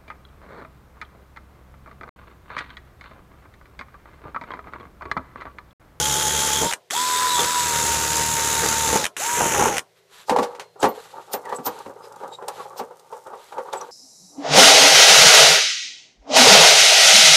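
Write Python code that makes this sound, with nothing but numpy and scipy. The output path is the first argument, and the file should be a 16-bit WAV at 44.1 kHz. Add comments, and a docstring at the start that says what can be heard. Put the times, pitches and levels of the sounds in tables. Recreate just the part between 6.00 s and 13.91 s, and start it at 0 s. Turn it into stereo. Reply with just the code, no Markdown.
"""A small, open workshop, heard close. A cordless drill spins a wire cup brush against a steel bracket
in a bench vise: three runs, each ending in brake clacks. The motor whines and sags under load; the
lopsided brush bites twice a turn, sizzling, squealing and shaking the bench. The drill is put down.
Gloved hands swing the vise handle, shift the bracket and wind the screw, with knocks and squeaks.
Faint outdoor air and a low hum lie underneath."""
import sys
import numpy as np
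from scipy import signal
from scipy.fft import rfft, irfft, next_fast_len
from scipy.io import wavfile
from scipy.ndimage import map_coordinates

SR = 44100
rng = np.random.default_rng(int(sys.argv[2]) if len(sys.argv) > 2 else 0)


def generate_wav(signal):
    """Clip the signal to [-1, 1] and save it as 16-bit WAV at the path in sys.argv[1]."""
    frames = np.transpose(np.atleast_2d(signal))
    scaled = np.clip(frames, -1, 1) * 32767
    pcm = np.round(scaled).astype(np.int16)
    wavfile.write(sys.argv[1], SR, pcm)


N = 348831
TIME_S = np.arange(N) / SR


def amp(db):
    """Decibels to gain."""
    return 10 ** (np.asarray(db) / 20)


def unit(x):
    """Scale to rms 1."""
    return x / np.sqrt(np.mean(x ** 2) + 1e-20)


def along(points, hz):
    """Interpolate (Hz, value) points on a log axis."""
    f, v = np.transpose(points)
    return np.interp(np.log(hz + 1), np.log(f + 1), v)


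def curve(points):
    """Interpolate (s, value) points at every sample."""
    return np.interp(TIME_S, *np.transpose(points))


def ramp(since_s, rise_s):
    """Linear rise from 0 to 1."""
    return np.clip(since_s / rise_s, 0, 1)


def swell(s, length_s):
    """Bell curve around s, near half height at the ends of its length."""
    out = np.zeros(N)
    near = np.arange(max(int((s - 2 * length_s) * SR), 0), min(int((s + 2 * length_s) * SR), N))
    out[near] = np.exp(-np.pi * ((near / SR - s) / length_s) ** 2)
    return out


def swells(rows):
    """Summed gain of (s, length s, dB) swells."""
    return sum(amp(db) * swell(s, length_s) for s, length_s, db in rows)


def wobble(rate_hz):
    """Smooth random curve with knots at rate_hz."""
    knots = rng.standard_normal(int(N * rate_hz / SR) + 4)
    return map_coordinates(knots, [np.arange(N) * rate_hz / SR])


def grains(per_s, spread_db):
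    """Tiny random impacts of uneven size."""
    return (rng.random(N) < per_s / SR) * rng.standard_normal(N) * amp(spread_db * rng.standard_normal(N))


def filtered(x, response):
    """Apply a frequency response."""
    n = x.shape[-1]
    m = next_fast_len(n + SR // 4)
    return irfft(rfft(x, m) * response(np.fft.rfftfreq(m, 1 / SR)), m)[..., :n]


def colour(x, spectrum):
    """Shape by (Hz, dB) points; rms 1."""
    return unit(filtered(x, lambda hz: amp(along(spectrum, hz))))


def resonate(x, hz, width_hz):
    """One steep resonance; rms 1."""
    return unit(filtered(x, lambda f: (1j * f * width_hz / (hz ** 2 - f * f + 1j * f * width_hz)) ** 2))


def burst(spectrum, t60_s, rise_s):
    """Decaying coloured noise; rms 1 over the first 20 ms."""
    t = np.arange(SR // 2) / SR
    x = colour(rng.standard_normal(len(t)), spectrum) * amp(-60 * t / t60_s) * (1 - np.exp(-t / rise_s))
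    return x / np.std(x[:SR // 50])


def note(hz, t60_s, rise_s):
    """Damped sine; envelope peak 1."""
    t = np.arange(SR // 2) / SR
    shape = amp(-60 * t / t60_s) * (1 - np.exp(-t / rise_s)) ** 2
    return shape / shape.max() * np.sin(2 * np.pi * hz * t)


def modes(table, t):
    """Decaying partials; level and pitch vary per strike."""
    return sum(amp(db + 2 * rng.normal() - 60 * t / t60_s)
               * np.sin(2 * np.pi * (hz * rng.normal(1, 1 / 45) * t + rng.random()))
               for hz, db, t60_s in table)


def orders(phase, table, flutter_db):
    """Fluttering sines on multiples of a phase."""
    return sum(amp(db + flutter_db * wobble(35.08)) * np.sin(k * phase) for k, db in table)


def rasp(phase, width_hz):
    """Rough tone: narrow noise riding on a phase."""
    return unit(wobble(width_hz) * np.cos(phase) + wobble(width_hz) * np.sin(phase))


def slip(hz, width_hz, fade_s):
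    """Friction in one resonance, loudest 0.1 s in."""
    t = np.arange(-SR // 10, SR // 10) / SR
    return resonate(rng.standard_normal(len(t)), hz, width_hz) / np.cosh(t / fade_s)


def add(track, s, sound):
    """Mix a sound in at s seconds."""
    part = track[max(round(s * SR), 0):][:len(sound)]
    part += sound[:len(part)]


# Each row: frequency in Hz, level in dB.
AIR_SPECTRUM = [(15, -53), (25, -47), (109, -15), (125, -25), (135, -11), (231, -58.5), (383, -1.5),
                (1150, -22.5), (2130, -18), (2300, -22), (3930, -21), (4380, -22.5), (15000, -35)]
HUM_TONES = [(113.0, -72.5), (166.9, -71)]
# Each row: time in seconds, hum gain in dB.
HUM_SWELL = [(0, -5.5), (4, -1.5), (6.6, 9), (7.2, -4), (7.91, -17)]


def background():
    """Faint outdoor air and a low hum that swells, then fades."""
    swell_db = curve(HUM_SWELL)
    hum = sum(amp(db + swell_db + wobble(3.13)) * np.sin(2 * np.pi * hz * TIME_S) for hz, db in HUM_TONES)
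    return hum + amp(-60.5) * colour(rng.standard_normal(N), AIR_SPECTRUM)


# Each row: trigger on, trigger off, spin-up time, brush lands, brush lifts, all in seconds.
RUNS = [(-.3, .712, .035, -.2, .65), (.903, 3.042, .035, 1.15, 2.97), (3.166, 3.772, .051, 3.32, 3.68)]
# One list per run. Each row: time in seconds, whine under load in Hz.
RUN_SPEEDS = [
    [(0, 862), (.61, 879), (.655, 942), (.71, 930)],
    [(.9, 1000), (1.29, 1002), (1.37, 973), (1.42, 932), (1.5, 1000), (1.6, 976), (1.76, 932), (1.95, 919),
     (2.15, 929), (2.85, 907), (2.98, 882), (3.06, 825)],
    [(3.17, 970), (3.32, 964), (3.51, 910), (3.584, 814), (3.694, 847), (3.78, 774)],
]
# Each row: a run's gear, wire and bracket levels in dB, brush drift in dB per second, throb level in dB,
# limp relative to the throb in dB, added bite depth at full grip.
RUN_MIX = [(-32, -27.5, -29.5, -1, -37, -25, 0.073), (-29.5, -28, -30, 0, -33, -8, .12),
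           (-28, -27.5, -37.5, -15, -38, -0.5, 0.17)]
FREE_HZ, GRIP_SAG_HZ = 1006.5, 65  # unloaded whine; sag at which the wires mostly grip
ROCK_RATE_HZ, ROCK_DEPTH_HZ, ROCK_CREST_S = 7.9, 13, .074  # brush rocks in the first run


def drill():
    """The motor sags under load and turns a lopsided brush that bites the steel twice a turn."""
    t = TIME_S
    runs = np.array(RUNS)
    run = np.maximum(np.searchsorted(runs[:, 0], t) - 1, 0)
    on_s, off_s, spin_up_s, lands_s, lifts_s = runs[run].T
    gear_db, wire_db, bracket_db, drift_db_per_s, throb_db, limp_db, depth = np.array(RUN_MIX)[run].T
    power = ramp(t - on_s, rise_s=.004) * np.exp(-np.maximum(t - off_s, 0) / .014)
    lifted = ramp(t - lifts_s, rise_s=.022)
    rocking = (run == 0) * (1 - lifted) * np.cos(2 * np.pi * ROCK_RATE_HZ * (t - ROCK_CREST_S))
    loaded_hz = curve(np.vstack(RUN_SPEEDS)) + ROCK_DEPTH_HZ * rocking
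    whine_hz = loaded_hz * np.tanh(np.abs(t - on_s) / spin_up_s)
    sag_hz = np.maximum(FREE_HZ - loaded_hz, 0)
    grip = ramp(t - lands_s, rise_s=.014) * (1 - lifted) * np.tanh(sag_hz / GRIP_SAG_HZ) ** 2
    drawn_away = amp(-1.5 * lifted)
    whirl = drawn_away * (whine_hz / FREE_HZ + 1e-6) ** .63 * amp(.5 * wobble(13))  # unsteady hand
    brush_gain = whirl * amp(drift_db_per_s * np.maximum(t - lands_s, 0))
    jitter = 1 + .00422 * (1 + .5 * grip) * wobble(35)
    motor_rad = 2 * np.pi * np.cumsum(whine_hz * power ** .3 * jitter) / SR  # brake drags the pitch down
    chuck_rad = motor_rad / 24.4
    lobes = np.cos(2 * chuck_rad + .5 * wobble(25)) + .25 * np.cos(chuck_rad)
    bite = unit(np.exp((.15 + depth * grip) * lobes + .04 * wobble(120)))

    out = drawn_away * motor_whine(motor_rad, whine_hz, grip)
    out += whirl * amp(gear_db) * gear_rattle(chuck_rad, grip)
    out += brush_gain * amp(wire_db) * wire_sizzle(loaded_hz, grip, bite)
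    out += brush_gain * amp(bracket_db) * bracket_hiss(grip, bite)
    out += edge_squeals(bite)
    out += brush_gain * grip * bite * wire_flicks()
    scrape, jolt = snags(bite)
    out += scrape + grip * amp(throb_db) * bench_throb(chuck_rad, limp_db)
    out += vise_shudder(whirl, grip, bite, jolt)
    return power * out


# Each row: multiple of the whine, level in dB.
WHINE_ORDERS = [(0.428, -24), (1, -0.5), (2.001, -40)]
BUZZ_ORDERS = [(.082, -31), (.164, -31), (.246, -25.5), (.328, -27), (.812, -23.5), (.918, -27),
               (1.082, -25), (1.164, -19), (1.246, -27), (1.328, -22.5), (1.41, -24), (1.492, -26),
               (1.574, -24), (2.082, -24)]
# Each row: whine in Hz, gain in dB.
WHINE_BY_SPEED = [(300, -45), (780, -26.5), (870, -27.3), (920, -25.3), (1000, -20.7)]


def motor_whine(motor_rad, whine_hz, grip):
    """Motor tones with gear sidebands that weaken under load."""
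    buzz = amp(-2.5 - 11 * grip) * orders(motor_rad, BUZZ_ORDERS, flutter_db=3)
    shrill = amp(-14) * rasp(8 * motor_rad, width_hz=100)
    tones = orders(motor_rad, WHINE_ORDERS, flutter_db=1.5)
    return amp(along(WHINE_BY_SPEED, whine_hz)) * (tones + buzz + shrill)


# Each row: frequency in Hz, level in dB.
GEAR_SPECTRUM = [(40, -22), (100, -31), (450, -3), (700, -10), (1050, -3), (1400, 0.5), (2300, -5),
                 (3000, -5), (3700, -14.5), (4800, -22.5), (6250, -2), (8200, -18.5), (11000, -15),
                 (15000, -27)]


def gear_rattle(chuck_rad, grip):
    """The gears rattle, louder under load."""
    strain = amp(4 * grip + .5 * wobble(30.46))
    impacts = grains(7000, spread_db=.5) * (1 + .24 * np.cos(2 * chuck_rad))
    return strain * colour(impacts, GEAR_SPECTRUM)


# Each row: frequency in Hz at a 900 Hz whine, level in dB.
WIRE_SPECTRUM = [(2000, -34), (4600, -18.5), (5700, -2.5), (6600, 5.5), (7400, 4), (8400, -4.5),
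                 (9200, -4.5), (10200, -3), (12000, -11.5), (13700, -9), (15000, -15.5)]


def wire_sizzle(loaded_hz, grip, bite):
    """Wires scratch the steel; their spectrum glides with speed."""
    scratch = colour(grains(7000, spread_db=-1), WIRE_SPECTRUM)
    pitch_ratio = (loaded_hz / 900) ** .6
    gliding = map_coordinates(scratch, [np.cumsum(pitch_ratio)], order=5, mode="wrap")
    return amp(4.5 * grip) * bite * gliding


# Each row: frequency in Hz, level in dB.
BRACKET_SPECTRUM = [(2600, -34), (3400, -1.5), (4100, -1), (4700, -3), (5400, -1.5), (6500, -21.5)]


def bracket_hiss(grip, bite):
    """The bracket hisses under the wires, less as they grip."""
    return amp(-2 * grip) * colour(grains(5000, spread_db=-1.5) * bite, BRACKET_SPECTRUM)


# Each row: peak time in seconds, length in seconds, pitch in Hz, level in dB.
SQUEALS = [(0.204, 1, 3240, -33), (0.578, 0.11, 3350, -32), (.3, 1, 3720, -43), (.3, 1, 9950, -43),
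           (0.976, 0.08, 3440, -31), (1.16, 0.28, 3650, -35.5), (1.317, 0.055, 3900, -28.5),
           (1.393, 0.084, 3480, -30), (1.63, 0.5, 3730, -39.5), (2.1, .3, 4910, -42),
           (2.68, 0.092, 4700, -38.5), (2.6, 1, 3850, -43), (3.45, 0.65, 10550, -47)]


def edge_squeals(bite):
    """Wires squeal on the bracket's edge at each bite."""
    out = np.zeros(N)
    for s, length_s, hz, db in SQUEALS:
        phase = 2 * np.pi * hz * TIME_S
        tone = rasp(phase, width_hz=240) + amp(-1) * rasp(phase, width_hz=700)
        out += amp(db) * swell(s, length_s) * tone
    return bite ** 2 * out


# Each row: frequency in Hz, width in Hz, level in dB.
WIRE_MODES = [(1510, 180, -6), (3720, 300, -3.5), (4960, 300, -10), (6790, 260, -1), (7280, 360, -7),
              (9250, 340, -4)]


def wire_flicks():
    """Single wires snap off the edge, each ringing in one resonance."""
    rings = sum(amp(db) * resonate(grains(170, spread_db=3), hz, width) for hz, width, db in WIRE_MODES)
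    return amp(-35) * unit(rings)


# Each row: multiple of the chuck speed, level in dB.
THROB_ORDERS = [(2, -1.5), (4, -4), (6, -12.5), (8, -13)]


def bench_throb(chuck_rad, limp_db):
    """The two uneven bites per turn shake the bench."""
    limp = amp(limp_db) * np.sin(3 * chuck_rad)
    return amp(2.4 * wobble(9.2)) * (orders(chuck_rad, THROB_ORDERS, flutter_db=3) + limp)


# Each row: frequency in Hz, level in dB.
SHUDDER_SPECTRUM = [(25, -15), (60, -19), (110, -2.5), (210, 1.5), (300, -4), (440, 5), (540, 1.5),
                    (680, -6.5), (860, 0.5), (1200, -17), (2500, -49.5)]


def vise_shudder(whirl, grip, bite, jolt):
    """The vise shakes faintly at idle, more under grip and in snags."""
    steady = amp(-53) * whirl + grip * amp(-35 + wobble(25))
    return np.hypot(steady, jolt) * colour(grains(1500, spread_db=-.5) * bite, SHUDDER_SPECTRUM)


# Each row: peak time in seconds, length in seconds, jolt level in dB, scrape level in dB.
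SNAGS = [(0.643, 0.048, -19.5, -45), (1.23, 0.11, -46, -31), (1.424, 0.11, -32.5, -57),
         (2.646, 0.067, -28.5, -26.5), (2.947, 0.13, -24, -37), (3.429, 0.073, -22, -42),
         (3.638, 0.19, -23.5, -43)]
# Each row: frequency in Hz, level in dB.
SCRAPE_SPECTRUM = [(600, -15), (1300, 0), (1800, -0.5), (2600, -11), (5000, -25), (9000, -28)]


def snags(bite):
    """The brush catches an edge. Returns the scrape and the envelope of the jolt."""
    jolt = swells((s, length_s, db) for s, length_s, db, _ in SNAGS)
    caught = swells((s, length_s, db) for s, length_s, _, db in SNAGS)
    return caught * colour(grains(2500, spread_db=0) * bite, SCRAPE_SPECTRUM), jolt


# Each row: start in seconds, then ring, smack, thud and contact levels in dB.
KNOCKS = [(0.632, -23, -16, -29, -38), (1.384, -16.5, -21, -35, -41), (2.936, -18, -17, -26, -44),
          (2.957, -14.5, -15, -26, -44), (3.408, -13, -11, -31, -46), (3.544, -11.5, -14.5, -38, -47),
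          (3.597, -9.5, -11, -23, -38), (3.624, -14, -8, -26, -40), (3.656, -11, -9.5, -29, -49),
          (4.295, -12, -6, -27, -23), (4.307, -20, -11, -18, -40), (4.322, -13, -12, -28, -47),
          (4.362, -11, -4, -27, -30), (4.386, -9, -20, -18, -27.5), (4.428, -13.5, -24, -40, -30.5),
          (4.549, -35, -37, -68, -43.5), (4.596, -27.5, -28.5, -71, -32), (4.828, -7.5, -10, -13, -21),
          (4.841, -5, -9.5, -15.5, -26), (4.851, -14, -13, -23, -33), (5.338, -14.5, -23, -30.5, -32.5),
          (5.525, -17, -14, -35, -42), (5.585, -26, -31, -29, -49), (5.666, -17, -27, -26, -43),
          (5.674, -18.5, -20, -30, -35), (5.86, -27, -35, -33.5, -48), (6.234, -26, -32, -40.5, -50),
          (6.423, -24.5, -28, -64, -51), (6.484, -21.5, -19.5, -63, -39.5),
          (6.797, -17.5, -25, -32.5, -39.5), (7.125, -25, -29, -70, -49), (7.269, -29, -39, -63, -55),
          (7.331, -24, -30, -72, -56), (7.524, -27, -36, -68, -46.5), (7.581, -17, -23, -46, -42.5),
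          (7.733, -16, -27, -55, -36)]
# Each row: frequency in Hz, level in dB.
BENCH_SPECTRUM = [(30, -61), (70, -36), (130, -12), (260, -34.5), (380, 0.5), (540, 9), (660, -2.5),
                  (800, 7.5), (930, 5.5), (1050, -0.5), (1170, -1.5), (1500, -7.5), (2200, -22),
                  (5000, -46)]
THUD_SPECTRUM = [(25, -42), (50, -20), (75, -7), (150, -3), (240, 7.5), (450, 2), (900, -40.5)]
CONTACT_SPECTRUM = [(500, -26), (1600, 10), (2600, 6), (4000, 1), (6000, -0.5), (9000, -5.5), (15000, -19)]
# Each row: frequency in Hz, level in dB, T60 in seconds.
BENCH_MODES = [(112.2, -32, 0.18), (226, -9.5, 0.13), (334, -7, 0.15), (425, 8, 0.099), (480, 3, 0.2),
               (534, 3.5, 0.19), (897, 7, 0.16), (919, 2, 0.13), (1158, 6, 0.18), (1400, -3.5, 0.16),
               (1930, -8, 0.15)]
VISE_MODES = [(2150, 9, 0.46), (3880, 27.5, 0.064), (4230, 10, 0.54)]


def knocks():
    """Each blow makes hard contact, smacks, thuds and rings the bench top and the vise."""
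    out, t = np.zeros(N), np.arange(SR // 2) / SR
    for s, ring_db, smack_db, thud_db, contact_db in KNOCKS:
        smack = amp(smack_db) * note(hz=868 * rng.normal(1, .034), t60_s=.015, rise_s=.0008)
        body = amp(ring_db - 12.5) * burst(BENCH_SPECTRUM, t60_s=.16, rise_s=.0016)
        ring = amp(ring_db - 23) * modes(BENCH_MODES, t) * (1 - np.exp(-t / .0018))
        thud = amp(thud_db - 9) * burst(THUD_SPECTRUM, t60_s=.12, rise_s=.0096)
        contact = amp(contact_db - 8.5) * burst(CONTACT_SPECTRUM, t60_s=.13, rise_s=.0032)
        crack = amp(contact_db - 7.5) * burst(CONTACT_SPECTRUM, t60_s=.041, rise_s=.0007)
        clink = amp(contact_db - 38) * modes(VISE_MODES, t)
        add(out, s, smack + body + ring + thud + contact + crack + clink)
    return out


# Each row: peak time in seconds, length in seconds, level in dB.
HANDLE_PUSHES = [(4.52, 0.081, -42), (4.808, 0.026, -37), (5.185, 0.079, -38), (5.31, 0.05, -41.5),
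                 (5.485, 0.076, -36), (5.795, 0.044, -37.5), (6.0, .04, -43), (6.14, 0.1, -43),
                 (6.258, 0.072, -37), (6.595, 0.048, -34), (6.735, 0.045, -41), (7.115, 0.019, -43),
                 (7.39, .07, -50), (7.295, 0.073, -44), (7.555, 0.053, -39.5), (7.62, 0.025, -46),
                 (7.68, 0.048, -40), (7.8, 0.12, -37)]
GLOVE_RUSTLES = [(3.98, 0.052, -63.5), (4.145, 0.068, -48), (4.215, 0.074, -49.5), (4.48, 0.12, -54),
                 (5.0, 0.19, -47), (5.23, 0.17, -56), (5.52, 0.096, -52), (5.77, 0.15, -48.5),
                 (6.05, 0.038, -52), (6.23, 0.12, -57.5), (6.59, .14, -47.5), (7.46, 0.18, -52.5),
                 (7.68, 0.033, -60), (7.8, 0.16, -51)]
# Each row: frequency in Hz, level in dB.
SCREW_SPECTRUM = [(40, -56), (120, -13), (280, -12.5), (360, -1.5), (540, 3.5), (660, -7.5), (800, 4.5),
                  (930, 10), (1030, -10), (1170, 2.5), (1500, -7), (2200, -34), (5000, -51)]
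THREAD_SPECTRUM = [(2500, -18), (5500, 3), (8000, 3.5), (15000, -6)]
CLOTH_SPECTRUM = [(400, -1.5), (1200, 13), (2400, 7), (4000, 9.5), (5200, 1), (7700, 3), (9500, -5),
                  (11500, 1.5), (13000, -10), (15000, -12)]
WINDING_START_S = 4.92


def rubbing():
    """Parts scuff at each blow, the screw rumbles through the bench, its thread whispers, gloves rustle."""
    winding = ramp(TIME_S - WINDING_START_S, rise_s=.055)
    scuffs = swells((s, .022, -21.5 + .7 * ring_db) for s, ring_db, *_ in KNOCKS)
    pushes = np.hypot(swells(HANDLE_PUSHES), scuffs)
    screw_gain = np.hypot(amp(-54) * winding, pushes) * amp(.76 * wobble(45))
    binding = winding * amp(3 * wobble(22))  # thread binds and slips
    thread = amp(-63.5) * binding * colour(grains(8800, spread_db=7), THREAD_SPECTRUM)
    glove_gain = np.hypot(amp(-72) * binding, swells(GLOVE_RUSTLES)) * amp(1.6 * wobble(45))
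    screw = screw_gain * colour(grains(1100, spread_db=-1.5), SCREW_SPECTRUM)
    gloves = glove_gain * colour(grains(16000, spread_db=1), CLOTH_SPECTRUM)
    return screw + thread + gloves


# Each row: start in seconds, level in dB.
CLACKS = [(0.7131, -15), (0.725, -12), (0.735, -9), (0.9023, -23), (0.9075, -13), (3.042, -8.5),
          (3.0531, -8.5), (3.0642, -12), (3.1656, -18.5), (3.168, -17), (3.768, -12), (3.7812, -7),
          (3.792, -13)]
# Each row: frequency in Hz, level in dB.
CLACK_SPECTRUM = [(200, -8.5), (700, -1.5), (1400, 1.5), (2000, 7.5), (2900, 2), (4600, -9.5), (6500, -1.5),
                  (9000, -4.5), (15000, -21)]


def gear_clacks():
    """The gear train takes up its slack on starting and hammers its lock on braking."""
    out = np.zeros(N)
    for s, db in CLACKS:
        snap = amp(db - 17) * burst(CLACK_SPECTRUM, t60_s=.011, rise_s=.0008)
        tail = amp(db - 24.5) * burst(CLACK_SPECTRUM, t60_s=.029, rise_s=.002)
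        add(out, s, snap + tail)
    return out


# Each row: peak time in seconds, level in dB.
SLIDES = [(4.285, -45), (4.3, -48), (4.437, -36.5), (4.829, -34.5), (5.339, -36), (5.668, -35),
          (6.788, -39.5)]


def slides():
    """Parts slide home with a short, wide scrape."""
    out = np.zeros(N)
    for s, db in SLIDES:
        add(out, s - .1, amp(db) * slip(hz=4670, width_hz=5900, fade_s=.0088))
    return out


# Each row: start in seconds, pitch in Hz, level in dB, T60 in seconds.
LANDINGS = [(4.318, 492, -14.5, .23), (4.385, 481, -23.5, .5)]


def drill_landing():
    """The drill lands on its edge, then flat, and chatters on the ringing bench top."""
    out, t = np.zeros(N), np.arange(SR) / SR
    for s, hz, db, t60_s in LANDINGS:
        chatter_db = 3 * wobble(44)[:SR]
        envelope = amp(db - 60 * t / t60_s + chatter_db) * ramp(t, rise_s=.0091)
        add(out, s, envelope * np.sin(2 * np.pi * hz * t + .5 * wobble(51)[:SR]))
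    return out


# Each row: start in seconds, main note in Hz, level in dB.
CLUNKS = [(4.757, 410, -34.5), (4.974, 459, -27.5), (5.136, 896, -30), (5.454, 894, -28), (5.493, 857, -24),
          (5.754, 480, -31.5), (5.895, 533, -28.5), (5.96, 445, -32.5), (6.038, 467, -31), (6.07, 464, -31),
          (6.209, 423, -27.5), (6.314, 886, -28), (6.384, 1050, -27.5), (6.56, 520, -30),
          (6.599, 1126, -24.5), (6.653, 850, -26.5), (6.704, 1144, -32), (6.759, 520, -28),
          (6.906, 503, -29), (7.163, 850, -30), (7.656, 960, -32), (7.683, 1164, -29), (7.812, 1137, -25.5),
          (7.887, 475, -31)]


def clunks():
    """The loose handle and bracket settle, each time sounding mainly one bench note."""
    out = np.zeros(N)
    for s, hz, db in CLUNKS:
        tone = amp(db - 6.5) * note(hz, t60_s=.047, rise_s=.003)
        body = amp(db - 13.5) * burst(BENCH_SPECTRUM, t60_s=.12, rise_s=.003)
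        add(out, s, tone + body)
    return out


# Each row: peak time in seconds, pitch in Hz, level in dB, rise and fall time in seconds.
SQUEAKS = [(4.805, 7700, -39, .003), (4.894, 14000, -36, 0.0051), (5.334, 10100, -30, 0.0032),
           (5.341, 14000, -30, 0.0069), (5.46, 1950, -45, 0.0072), (5.497, 1750, -41, .008),
           (5.532, 1860, -39.5, 0.01), (5.566, 7860, -33.5, 0.0051), (5.667, 14060, -23.5, 0.0059),
           (6.05, 5010, -55, .012), (6.34, 3800, -43, 0.01), (6.342, 7570, -53, 0.016),
           (6.787, 14000, -47, 0.0085), (7.731, 3600, -34, 0.0027), (7.777, 7800, -43, 0.0085),
           (7.814, 5870, -33, 0.0017)]


def handle_squeaks():
    """The handle rubs in its eye: a narrow squeak inside a wider scrape."""
    out = np.zeros(N)
    for s, hz, db, fade_s in SQUEAKS:
        squeak = slip(hz, width_hz=170, fade_s=fade_s)
        scrape = amp(-7) * slip(hz, width_hz=3000, fade_s=fade_s)
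        add(out, s - .1, amp(db) * (squeak + scrape))
    return out


# Each row: start in seconds, level in dB.
TICKS = [(5.333, -32.5), (5.453, -53), (5.493, -52), (5.547, -51), (5.663, -34), (5.789, -51),
         (6.123, -55.5), (6.16, -56.5), (6.278, -56), (6.482, -35), (6.995, -57), (7.269, -57),
         (7.731, -41.5)]
# Each row: frequency in Hz, level in dB.
TICK_SPECTRUM = [(1500, -9), (4000, 5), (7500, 5.5), (15000, -5.5)]


def steel_ticks():
    """Steel taps steel in the handle and jaws."""
    out = np.zeros(N)
    for s, db in TICKS:
        add(out, s, amp(db) * burst(TICK_SPECTRUM, t60_s=.031, rise_s=.0005))
    return out


# Each row: frequency in Hz, T60 in seconds.
WALL_DECAY = [(100, 0.082), (600, 0.31), (2000, 0.053), (12000, 0.096)]


def room(x):
    """Short wall reflections, 5 ms late, each frequency dying at its own rate."""
    hz, t, noise = signal.stft(rng.standard_normal(SR // 2), SR, nperseg=256)
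    tail = signal.istft(noise * amp(-60 * t / along(WALL_DECAY, hz)[:, None]), SR, nperseg=256)[1]
    return signal.fftconvolve(x, np.pad(tail, (SR // 200, 0)) / np.linalg.norm(tail))[:N]


def scene():
    """All sources centred, the close drill driest; scattered phases widen the sound above 8 kHz."""
    tool = drill()
    tool_echo = amp(-23) * room(tool)
    handling = gear_clacks() + knocks() + clunks() + drill_landing()
    handling += handle_squeaks() + slides() + steel_ticks() + rubbing()
    mid = tool + tool_echo + handling + amp(-12) * room(handling) + background()
    hz, _, bins = signal.stft(mid, SR, nperseg=128)
    scattered = bins * (hz > 8000)[:, None] * np.exp(2j * np.pi * rng.random(bins.shape))
    side = amp(-2.5) * signal.istft(scattered, SR, nperseg=128)[1][:N]
    return np.array([mid + side, mid - side])


def record(dry):
    """Soft peak limit, then a steep low-pass."""
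    ceiling, cutoff_hz = .65, 15150
    limited = dry / (1 + np.abs(dry / ceiling) ** 6) ** (1 / 6)
    return filtered(limited, lambda hz: 1 / np.sqrt(1 + (hz / cutoff_hz) ** 300))


dry = scene()
out = record(dry)
generate_wav(out)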